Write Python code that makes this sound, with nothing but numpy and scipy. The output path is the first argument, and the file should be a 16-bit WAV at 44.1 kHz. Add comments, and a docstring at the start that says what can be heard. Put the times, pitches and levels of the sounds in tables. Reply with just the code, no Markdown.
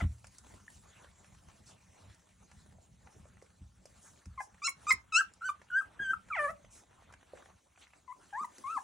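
"""Newborn puppies on a blanket

Puppies crawl on fleece while their mother noses and licks them; one squeals, then whines in short
arching cries, the harmonics of tiny vocal folds shaped by its throat and mouth. Heavy paws set the
floor ringing, claws and wet mouths tick, and fur rubs on the cloth as friction noise.
A small room answers softly; a pair of microphones is about a metre away."""
import sys
import numpy as np
from scipy import signal
from scipy.fft import rfft, irfft, next_fast_len
from scipy.io import wavfile
from scipy.ndimage import uniform_filter1d, map_coordinates

SR = 44100
rng = np.random.default_rng(int(sys.argv[2]) if len(sys.argv) > 2 else 0)


def int16_out(signal):
    """Quantize to a 16-bit WAV file."""
    q = np.round(np.clip(np.atleast_2d(signal).T, -1, 1) * 32767)
    wavfile.write(sys.argv[1], SR, q.astype(np.int16))


N = 389403
TOP_HZ = 15850  # upper band limit


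def amp(db):
    """Amplitude ratio of a level in decibels."""
    return 10 ** (np.asarray(db) / 20)


def unit(x):
    """Normalisation to rms 1."""
    return x / np.sqrt(np.mean(x ** 2) + 1e-20)


def along(points, hz):
    """Interpolation of (frequency [Hz], value) points on a logarithmic frequency axis."""
    f, v = np.transpose(points)
    return np.interp(np.log(hz + 1), np.log(f + 1), v)


def curves(rows, t):
    """Linear interpolation of each column after the first at the times t."""
    times, *columns = np.transpose(rows)
    return [np.interp(t, times, column) for column in columns]


def wobble(rate, size):
    """Random modulation: a spline through rate knots a second."""
    knots = rng.standard_normal(int(size * rate / SR) + 4)
    return map_coordinates(knots, [np.arange(size) * rate / SR])


def filtered(x, response):
    """Linear filtering: the spectrum of x times a frequency response."""
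    n = x.shape[-1]
    padded = next_fast_len(n + 8192)
    return irfft(rfft(x, padded) * response(np.fft.rfftfreq(padded, 1 / SR)), padded)[..., :n]


def add(track, s, sound):
    """Superposition of a sound on the track from time s."""
    part = track[max(0, round(s * SR)):][:len(sound)]
    part += sound[:len(part)]


def band_noise(low_hz, high_hz, size):
    """Band-limited noise of rms 1; soft contacts carry little of the top octave."""
    edges = np.clip([low_hz, high_hz], 20, 10300)
    band = signal.butter(4, edges, 'band', fs=SR, output='sos')
    return unit(signal.sosfilt(band, rng.standard_normal(size)))


def room(x):
    """Reverberation: a diffuse tail in which each frequency decays at its own rate."""
    # decay of the room: (frequency [Hz], t60 [s])
    decay = [(200, 0.45), (900, 0.22), (1500, 0.16), (2100, .14), (2800, 0.19), (6000, 0.16), (12000, 0.02)]
    hz, t, spectra = signal.stft(rng.standard_normal((2, SR // 2)), SR, nperseg=256)
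    tail = signal.istft(spectra * amp(-60 * t / along(decay, hz)[:, None]), SR, nperseg=256)[1]
    tail = np.pad(tail, ((0, 0), (130, 0)))  # arrives 3 ms late
    return signal.fftconvolve(x[None], tail / np.linalg.norm(tail[0]), axes=1)[:, :N]


def walls(x):
    """Early reflections: delayed copies, opposite in sign left and right, set the channels apart."""
    # echoes from near walls: (delay [s], gain [dB])
    echoes = [(.0011, -21), (.0029, -25.5), (.0047, -28), (.0083, -20)]
    side = filtered(x, lambda hz: sum(amp(db) * np.exp(-2j * np.pi * hz * s) for s, db in echoes))
    return np.array([side, -side])


def friction_noise(spectrum, patchy_db):
    """Partly coherent stereo noise of rms 1, its gain patchy in time and frequency."""
    # likeness of left and right: (frequency [Hz], correlation [0-1])
    coherence = [(60, 1), (130, 0.94), (290, 0.48), (640, 0), (1400, 0.95), (3100, 0.79), (7000, 1),
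                 (15000, 1)]

    def mid_side(hz):
        angle = np.arccos(np.clip(along(coherence, hz), -1, 1)) / 2
        return amp(along(spectrum, hz)) * [np.cos(angle), np.sin(angle)]

    spectra = signal.stft(rng.standard_normal((2, N)), nperseg=512)[2]
    patches = uniform_filter1d(rng.standard_normal(spectra.shape[1:]), size=9, axis=0)
    patches = uniform_filter1d(patches, size=7, axis=1)
    pair = signal.istft(spectra * amp(patchy_db * unit(patches)), nperseg=512)[1][:, :N]
    mid, side = filtered(pair, mid_side)
    return unit(np.array([mid + side, mid - side]))


def snags(rate, size, life_s):
    """Stick-slip gain: fibres catch at random and let go with a brief surge."""
    catches = (rng.random(N) < rate / SR) * rng.exponential(size, N)
    return 1 + signal.lfilter([1], [1, -np.exp(-1 / (life_s * SR))], catches)


def movement():
    """Incoherent sources add in power: levels of shuffle, rub and swish from stirring and pushes."""
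    # the restless litter: (time [s], shuffle [dB], rub [dB], swish [dB])
    stirring = [(0, -68.5, -75.5, -70), (1.3, -64, -70, -70.5), (2.6, -70.5, -74.5, -75),
                (3.6, -68, -77, -75.5), (4.4, -70, -73, -75), (5.3, -72.5, -72, -76.5),
                (6.4, -66, -71, -74.5), (7.0, -75, -73.5, -77), (7.7, -79, -76, -77),
                (8.05, -75, -76, -75.5), (8.83, -76, -72.5, -66)]
    # pushes of a body over the blanket: (centre [s], half-length [s], shuffle [dB], rub [dB], swish [dB])
    pushes = [(0.005, 0.097, -48, -50.5, -64.5), (0.53, 0.14, -66, -65.5, -66),
              (0.739, 0.14, -74, -73, -65), (0.984, 0.23, -69, -64, -76), (1.715, 0.14, -77, -64, -86),
              (2.042, 0.24, -72, -67, -72), (2.61, 0.3, -64, -73.5, -72.5), (3.153, 0.39, -64.5, -70, -73),
              (3.937, 0.12, -65.5, -75, -70), (4.105, 0.25, -92, -68.5, -67), (4.856, .16, -65, -64, -67.5),
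              (5.97, 0.32, -67.5, -68, -89.5), (6.18, 0.13, -68.5, -79.5, -84.5),
              (6.612, 0.14, -62.5, -82.5, -91), (6.77, 0.098, -87, -66.5, -64.5),
              (7.058, 0.44, -69.5, -69.5, -80), (7.412, 0.34, -70, -67.5, -73),
              (7.818, 0.091, -78, -65.5, -68), (8.302, 0.34, -75, -71, -75.5),
              (8.664, 0.41, -77, -67, -67.5)]
    t = np.linspace(0, N / SR, 2000)
    power = amp(curves(stirring, t)) ** 2
    for s, half_length, *db in pushes:
        swell = np.cos(np.pi / 2 * np.clip((t - s) / half_length, -1, 1)) ** 6
        power += np.outer(amp(db) ** 2, swell)
    return curves(np.column_stack([t, *(10 * np.log10(power))]), np.arange(N) / SR)


def blanket(shuffle_db, rub_db, swish_db):
    """Sliding friction: bodies shuffle on the floor; fur and paws drag over fleece in small catches."""
    # spectra of the low, middle and high friction noise: (frequency [Hz], relative density [dB])
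    shuffle_spectrum = [(20, -26.5), (40, -5), (75, 2.5), (100, 0), (140, -6), (194, -3), (270, -18),
                        (400, -26.5), (600, -28), (1200, -64)]
    rub_spectrum = [(150, -19.5), (250, 2), (400, -2.5), (600, 0), (900, -0.5), (1800, -5.5), (3140, -9.5),
                    (3800, -14.5), (5000, -36.5), (8000, -52)]
    swish_spectrum = [(2500, -19.5), (4000, -2.5), (4900, -6.5), (6300, 0.5), (8000, -0.5), (10300, -0.5),
                      (11500, -18), (15500, -20)]
    low_db, mid_db, high_db = movement()
    grain = snags(rate=28, size=.65, life_s=.004)
    drag_db, heave_db = 1.1 * wobble(30, N), 1.8 * wobble(14, N)
    shuffle = amp(low_db + shuffle_db + heave_db) * friction_noise(shuffle_spectrum, patchy_db=2.5)
    rub = amp(mid_db + rub_db + drag_db) * friction_noise(rub_spectrum, patchy_db=3.5)
    swish = amp(high_db + swish_db + drag_db) * friction_noise(swish_spectrum, patchy_db=3.3)
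    return shuffle + grain * rub + np.sqrt(grain) * swish


def swishes():
    """Amplitude-modulated band noise: brief swishes and puffs of air swell quickly and fade."""
    # swishes and puffs of air: (time [s], length [s], level [dB], band frequency [Hz])
    puffs = [(1.654, 0.11, -59.5, 5830), (4.008, 0.18, -61, 7800), (4.399, 0.095, -57.5, 7040),
             (6.378, 0.18, -56, 11500), (6.7, 0.17, -60, 7500), (7.811, 0.067, -61.5, 2580)]
    track = np.zeros(N)
    for s, length, db, hz in puffs:
        progress = np.linspace(0, 1, round(length * SR))
        swell = np.sin(np.pi * progress ** 0.49) ** 2
        add(track, s, amp(db) * swell * band_noise(hz / 1.37, hz * 1.66, len(progress)))
    return track


def pats(gain_db, low_hz, high_hz, rise_s, t60):
    """Heavily damped impacts: each pat is a dull puff with no ring."""
    # small paws and bellies meeting the blanket: (time [s], relative level [dB])
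    touches = [(0.778, -72), (3.149, -61), (3.33, -63.5), (4.931, -52), (5.596, -59.5), (5.997, -43),
               (6.106, -49.5), (8.228, -61), (8.407, -47.5), (8.579, -51.5)]
    track, t = np.zeros(N), np.arange(SR // 6) / SR
    for s, db in touches:
        envelope = amp(db + gain_db - 60 * t / t60) * (1 - np.exp(-t / rise_s))
        add(track, s, envelope * band_noise(low_hz, high_hz, len(t)))
    return track


def licking(rate, scatter_db, low_hz, high_hz, t60):
    """Films of saliva rupture at random: damped sinusoids that merge into a fine, wet crackle."""
    # the mother's licks: (time [s], length [s], level [dB])
    licks = [(3.02, .45, -64), (4.0, .22, -68), (6.88, .3, -60.5), (7.3, .25, -58.5), (7.72, 0.18, -61.5)]
    track, t = np.zeros(N), np.arange(SR // 40) / SR
    for s, length, db in licks:
        for place, size, colour in rng.random((int(rate * length), 3)):
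            hz = low_hz * (high_hz / low_hz) ** colour
            envelope = amp(db + scatter_db * (2 * size - 1) - 60 * t / t60)
            add(track, s + place * length, envelope * np.sin(2 * np.pi * hz * t))
    return track


def ticks(middle_db, high_db):
    """Brief contacts have broad spectra: each is a fast-decaying burst in two noise bands."""
    # claws and wet mouths: (time [s], relative middle level [dB], relative high level [dB])
    contacts = [(0.243, -49, -57), (.269, -61, -53), (0.383, -63, -49), (1.244, -55, -64),
                (2.145, -75, -60), (2.514, -56, -60), (3.071, -52.5, -73), (3.423, -62, -62),
                (3.855, -59.5, -51), (4.256, -57.5, -56), (4.544, -56.5, -70.5), (5.336, -72, -56.5),
                (5.616, -53.5, -66), (6.286, -51.5, -67), (6.647, -59, -68.5), (7.124, -52, -60),
                (7.137, -48.5, -60.5), (7.372, -53.5, -65), (7.458, -51.5, -77), (7.775, -54.5, -77),
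                (7.934, -55.5, -78), (8.582, -56.5, -51)]
    track, t = np.zeros(N), np.arange(SR // 8) / SR
    for s, body_db, snap_db in contacts:
        body = band_noise(430, 2500, len(t)) * amp(body_db + middle_db - 60 * t / 0.024)
        snap = band_noise(4630, 10000, len(t)) * amp(snap_db + high_db - 60 * t / 0.026)
        add(track, s, (body + snap) * (1 - np.exp(-t / 0.00095)))
    return track


def smacks(gain_db, rise_s, t60):
    """Cavity resonance: the mouth rings for a few cycles as the tongue lets go."""
    # releases of tongues and lips: (time [s], relative level [dB], resonance [Hz])
    releases = [(0.68, -36, 1810), (2.785, -48, 660), (3.072, -44, 800), (3.255, -45, 586),
                (3.424, -41.5, 480), (3.855, -42.5, 572), (6.645, -47, 566), (7.335, -31.5, 540)]
    track, t = np.zeros(N), np.arange(SR // 8) / SR
    for s, db, hz in releases:
        envelope = amp(db + gain_db - 60 * t / t60) * (1 - np.exp(-t / rise_s))
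        add(track, s, envelope * np.sin(2 * np.pi * hz * t))
    return track


def steps(rise_s):
    """Impact excitation: each heavy paw sets the damped modes of the floor ringing."""
    # modes of the floor: (frequency [Hz], relative level [dB], t60 [s])
    modes = [(78.8, 1.5, 0.2), (60.4, -2.5, 0.31), (114.6, -9.5, 0.35), (190, -3.5, 0.1), (283, -10, 0.067)]
    # paws landing: (time [s], peak level [dB])
    landings = [(.018, -24.5), (.041, -26), (0.096, -45), (3.609, -44), (4.262, -41.5), (4.925, -50)]
    track, t = np.zeros(N), np.arange(SR // 2) / SR
    ring = sum(amp(db - 60 * t / t60) * np.sin(2 * np.pi * hz * t) for hz, db, t60 in modes)
    low_cut = signal.butter(3, 50, 'high', fs=SR, output='sos')
    thud = signal.sosfilt(low_cut, ring * (1 - np.exp(-t / rise_s)))
    for s, db in landings:
        add(track, s, amp(db) * thud / np.abs(thud).max())
    return track


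def nose_hiss(rows, hiss_db, strain_share, t60):
    """Turbulence in the nose grows as a cry runs out, is louder with strain and outlasts the voice."""
    # nasal airflow noise: (frequency [Hz], relative density [dB])
    spectrum = [(3500, -29), (5000, -11.5), (6500, -4.5), (8200, -0.5), (10500, 1), (12000, -22.5),
                (15500, -9.5)]
    length = rows[-1, 0] - rows[0, 0]
    t = np.arange(round(length * SR) + SR // 8) / SR
    hiss = unit(filtered(rng.standard_normal(len(t)), lambda hz: amp(along(spectrum, hz))))
    swell = np.minimum(t / length, 1) ** 2 * amp(-60 * np.maximum(t - length, 0) / t60)
    strain_db = rows[:, 4].mean()
    return hiss * swell * amp(hiss_db + strain_share * strain_db)


def crack(s, length, hz, level_db, mouth_db, strain_db, rough):
    """Control rows of a register break: the voice sags, fades and grows raspier."""
    sag_hz_per_s, fade_db_per_s = 1800, 332
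    end_hz, end_db = hz - sag_hz_per_s * length, level_db - fade_db_per_s * length
    return np.array([(s, hz, level_db, mouth_db, strain_db, rough),
                     (s + length, end_hz, end_db, mouth_db, strain_db, rough + .15)])


def arch(s, length, attack_s, crest_s, start_hz, crest_hz, end_hz, bend,
         level_db, swell_db, after_db, widest_s, mouth_db, strain_db, rough):
    """Control rows of a short cry: vocal effort carries pitch and level to a crest; the mouth gapes once."""
    steady_share, attack_db = .3, 9  # the rest of the effort comes in one push
    open_s, close_s, shut_mouth_db, shut_strain_db = 0.063, 0.044, -12, -11
    t = np.arange(round(length * SR)) / SR
    rise = np.minimum(t / crest_s, 1)
    fall = np.maximum(t - crest_s, 0) / max(length - crest_s, .002)
    onset = np.exp(-t / 0.0038)  # a cry starts sharp and hoarse, then settles
    effort = steady_share * rise + (1 - steady_share) * np.sin(np.pi / 2 * rise ** bend) ** 2
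    pitch = start_hz + (crest_hz - start_hz) * effort + (end_hz - crest_hz) * fall ** 2
    pitch *= 1 + 0.083 * onset
    contour_db = after_db * fall ** 2 - attack_db * np.exp(-t / attack_s) - swell_db * (1 - rise) ** 1.2
    tremble_db = 1.27 * wobble(74, len(t))  # the weak voice trembles
    gape = np.exp(-((t - widest_s) / np.where(t < widest_s, open_s, close_s)) ** 2)
    return np.column_stack([s + t, pitch, level_db + contour_db + tremble_db,
                            shut_mouth_db + (mouth_db - shut_mouth_db) * gape,
                            shut_strain_db + (strain_db - shut_strain_db) * gape, rough + onset])


def cry(rows, jitter, shimmer, waver_db, edge_s, count=13):
    """Source and filter: harmonics of tiny vocal folds pass through the resonances of the throat."""
    # throat and nose with the mouth nearly shut: (frequency [Hz], gain [dB])
    throat = [(400, 27.5), (600, -10), (850, 3), (1200, -2.5), (1750, -3), (2000, -9.5), (2300, -17),
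              (3150, -36), (3500, -36.5), (4200, -35.5), (4800, -41), (5700, -34), (8000, -29.5),
              (11500, -57), (15000, -54)]
    # sharp resonances of the wide-open, strained throat: (frequency [Hz], gain [dB])
    squeal = [(1650, 2), (2100, 7.5), (2400, 1.5), (2700, 7), (3350, 0.5), (3900, 2), (4500, 1.5),
              (5100, 12), (5530, 8), (6000, 0), (6700, 2), (8000, -3), (10500, -14), (12000, -20),
              (15000, -3)]
    start, end = rows[0][0] - edge_s / 2, rows[-1][0] + edge_s / 2
    t = np.arange(start, end, 1 / SR)
    pitch, level_db, mouth_db, strain_db, rough = curves(rows, t)
    rough = np.clip(rough, 0, 1)
    pitch = uniform_filter1d(pitch, size=100) * (1 + jitter * (rough + 0.45) * wobble(700, len(t)))
    k = np.arange(1, count + 1)[:, None]
    hz = k * pitch
    # an open mouth lifts the second resonance, strain lifts everything above it
    opened = np.interp(hz, [1750, 1950], [0, 1])
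    strained = np.interp(hz, [3300, 3600], [0, 1])
    lift_db = mouth_db * (opened - strained) + strained * strain_db
    lift_db += np.clip(strain_db / 20, 0, 1) * along(squeal, hz)
    flutter_db = waver_db * (k > 1) * np.array([wobble(68.3, len(t)) for _ in range(count)])
    rolloff_db = -1.5 * np.maximum(k - 7, 0)  # the folds close softly, so the highest harmonics fade
    gain = amp(level_db + along(throat, hz) + lift_db + flutter_db + rolloff_db) * (hz < TOP_HZ)
    # uneven cycles smear the high harmonics into noise, and roughness brings the smear lower
    smear = np.array([wobble(900, len(t)) + 1j * wobble(900, len(t)) for _ in range(count)]) / np.sqrt(2)
    noise_share = 1 - np.exp(-(k * (.085 + .17 * rough)) ** 4)
    carriers = np.exp(2j * np.pi * np.cumsum(hz, axis=1) / SR)
    partials = (np.sqrt(1 - noise_share) + np.sqrt(noise_share) * smear) * carriers
    voice = np.sqrt(2) * (gain * partials.real).sum(0)
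    voice *= 1 + shimmer * (rough + 0.088) * wobble(350, len(t))
    return voice * np.clip(np.minimum(t - start, end - t) / edge_s, 0, 1)


def puppy():
    """Phonation: arching cries, drawn-out cries and register breaks, each with air through the nose."""
    # short cries: (time [s], length [s], attack [s], crest after [s], start pitch [Hz], crest pitch [Hz],
    #   end pitch [Hz], lateness of the rise [exponent], source level at crest [dB], swell up to it [dB],
    #   change after it [dB], mouth widest after [s], mouth opening [dB], strain [dB], roughness [0-1])
    short_cries = [(0.0, 0.02, 0.00089, 0.0095, 740, 667, 660, 0.61, -41.5, 0.87, -2, 0.0042, 6.5, 4.5, 0.77),
                   (4.376, 0.036, 0.0024, 0.015, 1117, 1036, 1027, 0.45, -40, 0.61, 1, 0.027, -2.5, -7, 0.1),
                   (4.619, 0.055, .001, 0.039, 1128, 1374, 1364, 1.3, -37.5, 5.1, 3.5, 0.053, 28.5, 31, .01),
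                   (4.868, 0.038, 0.00082, 0.035, 1159, 1273, 1231, 1.02, -27.5, 8.5, 8, 0.041, 15.5, 16.5, .06),
                   (5.122, 0.089, 0.00059, 0.077, 1260, 1593, 1593, 2.4, -20.5, 15.8, 0.5, 0.04, 23.5, 22.5, .01),
                   (5.411, .077, 0.0099, .051, 1290, 1534, 1458, 1.2, -35, 2, 2, 0.075, 6.5, 11.5, .22),
                   (5.714, .095, 0.0061, .072, 1407, 1608, 1520, 1.05, -21, 15, -9, 0.029, 6, -10.5, .03),
                   (8.078, 0.051, 0.00096, 0.034, 1005, 993, 1113, 2.2, -45.5, 2.6, 5, 0.0067, -9.5, -33, 0.28),
                   (8.328, 0.11, 0.0021, 0.099, 787, 1250, 1134, 1.18, -33, 12.7, 3, 0.082, -13, -4, 0.18),
                   (8.639, 0.14, 0.0041, 0.093, 1030, 1354, 973, 1.02, -34.5, 3.4, 8, 0.085, 1.5, -2, 0.18)]
    # a level whine and a falling moan:
    #   (time [s], pitch [Hz], source level [dB], mouth opening [dB], strain [dB], roughness [0-1])
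    whine = [(5.993, 1712, -40, 8, -3.5, 0.4), (6.002, 1588, -28, 4, -14.5, 0),
             (6.024, 1646, -31, 14.5, -3.5, 0), (6.055, 1562, -33.5, 17.5, 2.5, 0),
             (6.082, 1541, -33, 16, -4, 0), (6.11, 1551, -21.5, 5, -12.5, 0),
             (6.129, 1598, -42, 15, -3, .05)]
    moan = [(6.303, 1440, -39.5, -3, -5, 0.65), (6.316, 1280, -29.5, -5, -14.5, .2),
            (6.349, 1084, -46, 22, 0, 0.018), (6.372, 709, -38, 12, 0, .02),
            (6.394, 600.7, -30, 1.5, -9.5, .02), (6.448, 583, -30.5, -5.5, -3, .01),
            (6.474, 555, -37, -7, -1, .08), (6.496, 644, -34.5, -2.5, -7, 0.022),
            (6.512, 662, -35.5, -12, 1, .5)]
    # cracks into a rough register as a cry starts or ends: (time [s], length [s], pitch [Hz],
    #   source level [dB], mouth opening [dB], strain [dB], roughness [full at 1])
    breaks = [(4.405, .013, 834, -38, 1, -12.5, 0.2), (4.676, 0.019, 1118, -35.5, 11, 20.5, 0.5),
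              (4.907, 0.02, 1067, -35, 18.5, 25, 0.5), (5.208, .015, 1363, -24.5, -0.5, -4.5, 0.1),
              (5.42, 0.0055, 1413, -39, 0.5, -14.5, .9), (5.491, .013, 1207, -24, -3, -1, 0),
              (5.702, 0.0062, 1513, -37.5, 6, -13, 1.1), (5.811, .012, 1300, -33.5, -7, -11, 0.7),
              (6.134, .008, 1331, -22, -14, -16, 0.1), (8.445, 0.0081, 993, -36, -5.5, 1, .6),
              (8.782, 0.0093, 840, -40.5, 1, -11, 0.2)]
    track, edge_s = np.zeros(N), .003
    calls = [arch(*row) for row in short_cries] + [np.array(whine), np.array(moan)]
    cracks = [crack(*row) for row in breaks]
    for call in calls + cracks:
        voice = cry(call, jitter=.014, shimmer=0.34, waver_db=4.0, edge_s=edge_s)
        add(track, call[0, 0] - edge_s / 2, voice)
    for call in calls:
        add(track, call[0, 0], nose_hiss(call, hiss_db=-59, strain_share=0.42, t60=0.13))
    for call in cracks:
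        add(track, call[0, 0], nose_hiss(call, hiss_db=-52.5, strain_share=0.75, t60=0.046))
    return track


def scene():
    """Direct and reflected sound of cries and small contacts add to the thuds and the litter's rustle."""
    # left-right balance of the cries: (time [s], left over right [dB])
    balance = [(0, 5.5), (4.4, 0.5), (4.9, 1.5), (5.2, 3), (5.45, 0), (5.73, 0), (5.79, 4.5), (6.05, 1.5),
               (6.12, 3.5), (6.42, 0), (8.1, 7), (8.35, 1.5), (8.7, 4)]
    voice = puppy()
    contacts = ticks(middle_db=3.5, high_db=4.5) + smacks(gain_db=1.5, rise_s=0.00099, t60=0.017)
    contacts += swishes()
    contacts += licking(rate=45, scatter_db=11.5, low_hz=580, high_hz=3200, t60=0.0097)
    contacts += pats(gain_db=-1, low_hz=140, high_hz=425, rise_s=0.0044, t60=0.1)
    pan_db, = curves(balance, np.arange(N) / SR)
    direct = voice * amp(np.array([pan_db, -pan_db]) / 2 - 1.5) + contacts
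    reflected = walls(voice + contacts) + room(amp(-13.5) * voice + amp(-11) * contacts)
    return direct + reflected + steps(rise_s=0.0072) + blanket(shuffle_db=2, rub_db=1.5, swish_db=1.0)


def record(dry):
    """Phase difference: the two microphone ports diverge in the treble; nothing passes the band limit."""
    # phase between the ports: (frequency [Hz], lead of the left [rad])
    lead = [(5500, 0), (8100, -1.6), (11500, -2.5), (15000, -13)]
    sides = np.array([[1], [-1]])
    return filtered(dry, lambda hz: np.exp(.5j * along(lead, hz) * sides) * (hz < TOP_HZ))


dry = scene()
out = record(dry)
int16_out(out)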